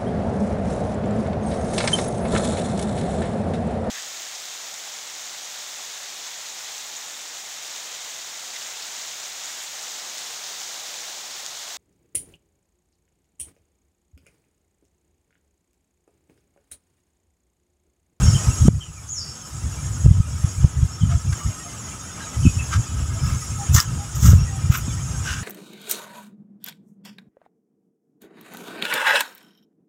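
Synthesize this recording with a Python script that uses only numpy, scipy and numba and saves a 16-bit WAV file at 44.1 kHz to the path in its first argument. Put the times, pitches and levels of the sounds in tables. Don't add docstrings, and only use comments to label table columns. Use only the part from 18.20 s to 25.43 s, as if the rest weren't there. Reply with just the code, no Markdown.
import sys
import numpy as np
from scipy import signal
from scipy.fft import rfft, irfft, next_fast_len
from scipy.io import wavfile
from scipy.ndimage import uniform_filter1d
from numba import njit

SR = 44100
rng = np.random.default_rng(int(sys.argv[2]) if len(sys.argv) > 2 else 0)


def wav_record(signal):
    frames = np.transpose(np.atleast_2d(signal))
    bounded = np.clip(frames, -1, 1)
    quanta = np.round(bounded * 32767).astype(np.int16)
    wavfile.write(sys.argv[1], SR, quanta)


N = 318843
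T = np.arange(N) / SR

# (time [s], relative level [dB])
BACKGROUND_LEVELS = [(0, -34), (.7, -36.5), (1.5, -33), (2.2, -31), (3.3, -30), (3.7, -31.5), (5.2, -33.5),
                     (6.3, -30.5), (7.2, -31.5)]


def undb(db):
    return 10 ** (np.asarray(db) / 20)


def unit(x):
    return x / np.sqrt(np.mean(x ** 2))


def curve(rows, column=1):
    rows = np.array(rows)
    return np.interp(T, rows[:, 0], rows[:, column])


def noise():
    return rng.standard_normal(N)


def walk(rate):
    step = max(int(SR / rate), 2)
    held = np.repeat(rng.standard_normal(N // step + 1), step)
    return unit(uniform_filter1d(uniform_filter1d(held, step), step)[:N])


def colour(x, points):
    hz, db = np.transpose(points)
    size = next_fast_len(N)
    freqs = np.maximum(np.arange(size // 2 + 1) * SR / size, 1)
    gain = undb(np.interp(np.log(freqs), np.log(hz), db)) * np.minimum(freqs / hz[0], 1)
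    return unit(irfft(rfft(x, size) * gain, size)[:N])


def resonate(x, hz, width_hz):
    return signal.lfilter(*signal.iirpeak(hz, hz / width_hz, fs=SR), x)


def grains(rate, spread_db):
    hits = rng.random(N) < rate / SR
    return hits * noise() * undb(spread_db * np.minimum(rng.exponential(size=N), 4))


def swell(at, rise_s, fall_s):
    return np.exp(-np.minimum(((T - at) / np.where(T < at, rise_s, fall_s)) ** 2, 100))


def chirps(rate, low_hz, high_hz, length_s, glide, spread_db):
    out = np.zeros(N + SR)
    for when, pitch, stretch, slope, size in rng.random((int(rate * N / SR), 5)):
        samples = int(length_s * (.5 + stretch) * SR)
        progress = np.arange(samples) / samples
        hz = (low_hz + (high_hz - low_hz) * pitch) * (1 + glide * (2 * slope - 1) * progress)
        tone = np.sin(np.pi * progress) * np.sin(2 * np.pi * np.cumsum(hz) / SR)
        start = int(when * N)
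        out[start:start + samples] += tone * undb(spread_db * min(-np.log(1 - size), 3))
    return unit(out[:N])


def tree_echo(x, fade_s, db):
    age = T[:SR // 2]
    tail = rng.standard_normal(len(age)) * np.exp(-np.log(1000) * age / fade_s)
    return x + undb(db) * signal.fftconvolve(x, tail / np.sqrt(np.sum(tail ** 2)))[:N]


def wind(evenness=0.21, rise_s=0.011, fall_s=0.013, swirl_db=1.5):
    # (frequency [Hz], gain [dB])
    rumble_tone = [(22, -43), (40, -13.5), (64, 3), (87, 3.5), (141, -1), (200, -20), (245, -22),
                   (330, -36.5), (450, -43.5), (700, -48), (1200, -100)]
    # (time [s], level [dB])
    breeze = [(0, -23.5), (.36, -30.5), (.62, -31), (1.0, -27.5), (1.29, -39), (1.34, -21.5), (2.05, -15),
              (2.12, -16.5), (2.3, -17.5), (2.52, -28), (3.0, -24), (3.4, -33.5), (4.1, -32), (4.4, -17.5),
              (4.65, -30.5), (5.9, -27.5), (6.25, -16), (7.2, -18.5)]
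    # (start [s], hold [s], level [dB])
    gusts = [(0.032, 0.065, -10), (.135, 0.023, -12.5), (0.276, 0.026, -14), (0.412, 0.11, -11.5),
             (0.498, 0.081, -8), (0.687, .02, -19), (1.449, 0.02, -11), (1.667, 0.19, -23),
             (1.852, 0.063, 0.5), (1.939, 0.057, -6), (2.389, 0.078, -8.5), (2.569, 0.083, -7.5),
             (2.82, .15, -5.5), (3.059, 0.068, -7.5), (3.262, 0.033, -6.5), (4.174, 0.12, -11),
             (4.363, 0.02, -12.5), (4.556, .04, -9), (4.7, 0.15, -17.5), (4.894, .08, -18),
             (5.028, 0.13, -12.5), (5.308, 0.092, -21.5), (5.503, 0.08, -8.5), (5.666, 0.13, -15),
             (5.952, 0.05, -15), (6.039, 0.12, 1.5), (6.167, 0.072, -8), (6.448, 0.012, -7),
             (6.715, 0.053, -21)]
    rumble = colour(noise(), rumble_tone)
    strength = uniform_filter1d(abs(signal.hilbert(rumble)), SR // 100)
    rumble = unit(rumble / strength ** evenness)
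    power = undb(curve(breeze) + swirl_db * walk(26)) ** 2
    for start, hold_s, db in gusts:
        early, late = np.maximum(start - T, 0), np.maximum(T - start - hold_s, 0)
        gust = np.exp(-np.minimum((early / rise_s) ** 2 + (late / fall_s) ** 2, 100))
        power += (undb(db) * gust) ** 2
    return rumble * np.sqrt(power)


def insects(hiss_db=-1, sizzle_db=-20, flutter_db=0.5, drift_db=0.7):
    # (frequency [Hz], gain [dB])
    chorus_tone = [(4100, -13), (4900, -12), (5650, -5), (6150, -14), (6430, 1.5), (7000, -0.5), (7700, -5),
                   (8750, -10.5), (9400, -22), (10700, -9), (11200, -15), (12000, -29), (13400, -27),
                   (15300, -18.5)]
    # (time [s], level [dB])
    levels = [(0, -30), (.75, -32.5), (1.3, -31), (2.3, -27.5), (2.55, -29), (3.35, -27.5), (3.9, -32),
              (4.3, -27.5), (4.7, -32.5), (5.9, -30), (6.3, -29.5), (6.55, -29), (7.2, -31)]
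    near = chirps(rate=900, low_hz=4730, high_hz=11570, length_s=0.034, glide=0.017, spread_db=-2.0)
    chorus = colour(near + undb(hiss_db) * noise(), chorus_tone)
    sizzle = colour(noise(), [(3000, -60), (11000, -2), (13400, -4), (15300, -3)])
    loudness = undb(curve(levels) + flutter_db * walk(40) + drift_db * walk(5.6))
    return (chorus + undb(sizzle_db) * sizzle) * loudness


def air(flicker_db=1.5, throb_db=-8, band_hz=1275, throbs_per_s=14.8, throb_depth=0.45):
    # (frequency [Hz], gain [dB])
    wash_tone = [(40, -28), (80, -14), (130, -1), (300, -10.5), (400, -15.5), (620, -18), (1000, -15.5),
                 (1250, -20), (1550, -17), (2000, -24.5), (3200, -22.5), (4200, -31.5), (6000, -21.5),
                 (10000, -85)]
    wash = colour(noise() + 0.56 * unit(grains(rate=1500, spread_db=1.5)), wash_tone)
    pace = throbs_per_s * (1 + 0.1546 * walk(8))
    throb = 1 + throb_depth * np.sin(2 * np.pi * np.cumsum(pace) / SR)
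    band = unit(resonate(resonate(noise(), band_hz, width_hz=117), band_hz, width_hz=117))
    wash *= undb(flicker_db * walk(24))
    return (wash + undb(throb_db) * band * throb) * undb(curve(BACKGROUND_LEVELS))


def far_birds(db=-41.5):
    # (frequency [Hz], gain [dB])
    far_tone = [(600, 10), (800, -9), (1000, -5), (1300, 3.5), (1900, -1), (2600, 1.5), (3200, 0.5),
                (4000, -10.5)]
    calls = chirps(rate=130, low_hz=648, high_hz=3905, length_s=0.026, glide=0.093, spread_db=3)
    calls = colour(tree_echo(calls, fade_s=0.24, db=-1.0), far_tone)
    background_db = curve(BACKGROUND_LEVELS)
    return undb(db + background_db - background_db.mean()) * calls


def birds(waver=0.019, rasp=0.27, level_db=-4.2):
    # (time [s], starting pitch [Hz], relative level [dB])
    peeps = [(.03, 5380, -29.5), (.15, 5680, -38), (.6, 5700, -38), (1.05, 5350, -27), (1.19, 5250, -36),
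             (2.69, 5410, -30), (4.99, 5180, -30.5), (6.165, 5600, -26.5)]
    # (time [s], starting pitch [Hz], relative level [dB])
    chips = [(.138, 3230, -29.5), (.603, 3180, -21), (.755, 2500, -35.5), (2.8, 3320, -28),
             (4.01, 4120, -34), (4.226, 3100, -29), (4.246, 2686, -20.5), (4.382, 2673, -21.5),
             (6.262, 2010, -29), (6.673, 3663, -32)]
    # (time [s], pitch [Hz], relative level [dB])
    tune = [(.88, 6300, -30), (.905, 6670, -16), (.922, 6850, -13), (.947, 6120, -24), (.975, 5340, -13.5),
            (1.0, 5000, -21.5), (1.02, 4740, -21), (1.055, 4680, -42)]
    # (time [s], starting pitch [Hz], relative level [dB])
    hoots = [(2.891, 700, -25.5), (3.185, 1200, -29), (3.43, 710, -33), (5.38, 819, -29), (5.78, 815, -32),
             (6.305, 784, -29)]
    wobble = 1 + waver * walk(520)
    roughness = 1 + rasp * walk(700)
    phase = 2 * np.pi * np.cumsum(curve(tune) * wobble) / SR
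    singing = (T > tune[0][0]) & (T < tune[-1][0])
    whistle = np.sqrt(2) * np.sin(phase) * undb(curve(tune, column=2)) * singing
    notes = np.zeros(N)
    for calls, length_s, glide in (peeps, 0.1, 0.0146), (chips, 0.043, -0.092), (hoots, 0.07, -0.028):
        for at, first_hz, db in calls:
            span = (T >= at) & (T < at + length_s)
            progress = (T[span] - at) / length_s
            hz = first_hz * (1 + glide * progress) * wobble[span]
            tone = np.sqrt(2) * np.sin(2 * np.pi * np.cumsum(hz) / SR)
            notes[span] += undb(db) * np.sin(np.pi * progress) * tone
    whistle = tree_echo(whistle * roughness, fade_s=0.45, db=1.0)
    notes = tree_echo(notes * roughness, fade_s=0.16, db=-2.0)
    return undb(level_db) * (whistle + notes)


def thumps(width_cycles=0.48):
    # (time [s], peak level [dB], pitch [Hz])
    hits = [(0.456, -4, 170), (0.4859, 13.5, 151), (1.865, 10.5, 110), (1.914, 9.5, 114), (2.004, 7, 102),
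            (2.247, 5, 102), (2.448, 12, 107.5), (2.632, 7, 84.4), (2.838, 7.5, 119), (4.255, 2, 186),
            (4.267, 5.5, 168), (4.277, 5.5, 95), (5.553, 0.5, 111), (6.094, 4, 97), (6.133, -8.5, 403),
            (6.137, 11.5, 97), (6.503, 6.5, 103), (6.683, -7.5, 169)]
    out = np.zeros(N)
    for at, db, hz in hits:
        width_s = width_cycles / hz
        swing = np.sin(2 * np.pi * hz * (T - at)) * swell(at, width_s, width_s)
        out += undb(db) * swing / swing.max()
    return out


def scuffs_and_rustles(grit_lead_s=0.016, rise_share=0.29, ring_db=13, overtone_ratio=1.764, squeak_db=6):
    # (time [s], length [s], scrape [dB], grit [dB],
    # sand [dB], ring pitch [Hz], overtone gain [dB])
    contacts = [(1.287, 0.067, -51, -46, -45, 1250, 9), (2.913, 0.069, -27, -53, -56, 1300, -2),
                (3.131, 0.023, -24, -48, -47, 1290, -2), (3.19, 0.081, -37, -41, -43, 1200, 0),
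                (4.01, 0.038, -30, -52, -56, 1610, 3), (4.526, 0.052, -19.5, -48, -56.5, 1293, 2.5),
                (5.075, 0.13, -33, -44, -44, 1280, 5.5), (5.575, 0.067, -14, -12, -40, 1226, -14),
                (5.975, 0.03, -42, -27.5, -40, 1380, 0), (6.066, 0.12, -23, -17.5, -39, 1276, -6),
                (6.54, 0.075, -19, -31, -23, 1410, 15.5), (7.094, 0.12, -21.5, -40, -48, 1530, 9)]
    # (frequency [Hz], gain [dB])
    scrape_tone = [(500, -27), (1000, -4), (1700, -0.5), (2200, -10.5), (3300, -7.5), (4400, -12.5),
                   (5600, -3.5), (8000, -9), (15000, -36)]
    # (frequency [Hz], gain [dB])
    grit_tone = [(1500, -49), (3300, -2), (4400, -9.5), (5600, 7), (6800, 11), (8200, 3), (9500, -9),
                 (11500, -0.5), (14000, 0), (15500, 3)]
    # (frequency [Hz], gain [dB])
    sand_tone = [(6000, -35), (11000, -6), (12500, 0), (15500, 2)]
    scrape = colour(grains(rate=6000, spread_db=1.0), scrape_tone)
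    scrape *= undb(3 * walk(130))
    crunch = undb(2.4 * walk(300))
    grit = colour(grains(rate=22000, spread_db=0.5), grit_tone) * crunch
    sand = colour(grains(rate=6800, spread_db=-5.0), sand_tone) * crunch
    out = np.zeros(N)
    for at, length_s, scrape_db, grit_db, sand_db, hz, overtone_db in contacts:
        rise_s, fall_s = length_s * rise_share, length_s * (1 - rise_share)
        rub = scrape + undb(ring_db) * resonate(scrape, hz, width_hz=127)
        rub += undb(overtone_db) * resonate(scrape, hz * overtone_ratio, width_hz=240)
        for squeak_hz in rng.uniform(1000, 3483, size=3):
            rub += undb(squeak_db) * resonate(scrape, squeak_hz, width_hz=29)
        pressure = swell(at, rise_s, fall_s)
        out += undb(scrape_db) * unit(rub * pressure) / unit(pressure).max()
        out += undb(grit_db) * grit * swell(at - grit_lead_s, rise_s, fall_s)
        out += undb(sand_db) * sand * pressure
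    return out


def snaps(decay_s=0.00098, body_hz=1270):
    # (time [s], level [dB], ping pitch [Hz])
    breaks = [(5.549, -2, 7450), (5.5635, 3, 6240), (5.6023, 5.5, 5230), (6.574, -8, 13730)]
    out = np.zeros(N)
    for at, db, hz in breaks:
        age = np.maximum(T - at, 0)
        ring = np.sin(2 * np.pi * hz * age) + 0.23 * np.sin(2 * np.pi * body_hz * age)
        burst = 0.34 * noise() * (age > 0)
        out += undb(db) * (ring + burst) * np.exp(-age / decay_s)
    return out


def scene():
    rumble = wind() + thumps()
    ground = tree_echo(scuffs_and_rustles() + snaps(), fade_s=0.057, db=-5.5)
    return (rumble + ground + insects() + birds() + far_birds() + air())[None]


@njit
def hold(over, keep):
    out, held = np.empty(len(over)), 0.
    for i in range(len(over)):
        held = max(over[i], held * keep)
        out[i] = held
    return out


def record(dry, release_s=3.3, attack_s=0.0002, top_hz=15550):
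    over_db = 20 * np.log10(np.maximum(abs(dry[0]), 1))
    cut_db = hold(over_db, np.exp(-1 / (release_s * SR)))
    cut_db = uniform_filter1d(cut_db, int(attack_s * SR))
    limited = np.clip(dry * undb(-cut_db), -1, 1)
    return signal.sosfilt(signal.ellip(10, .2, 85, top_hz, fs=SR, output="sos"), limited)


dry = scene()
out = record(dry)
wav_record(out)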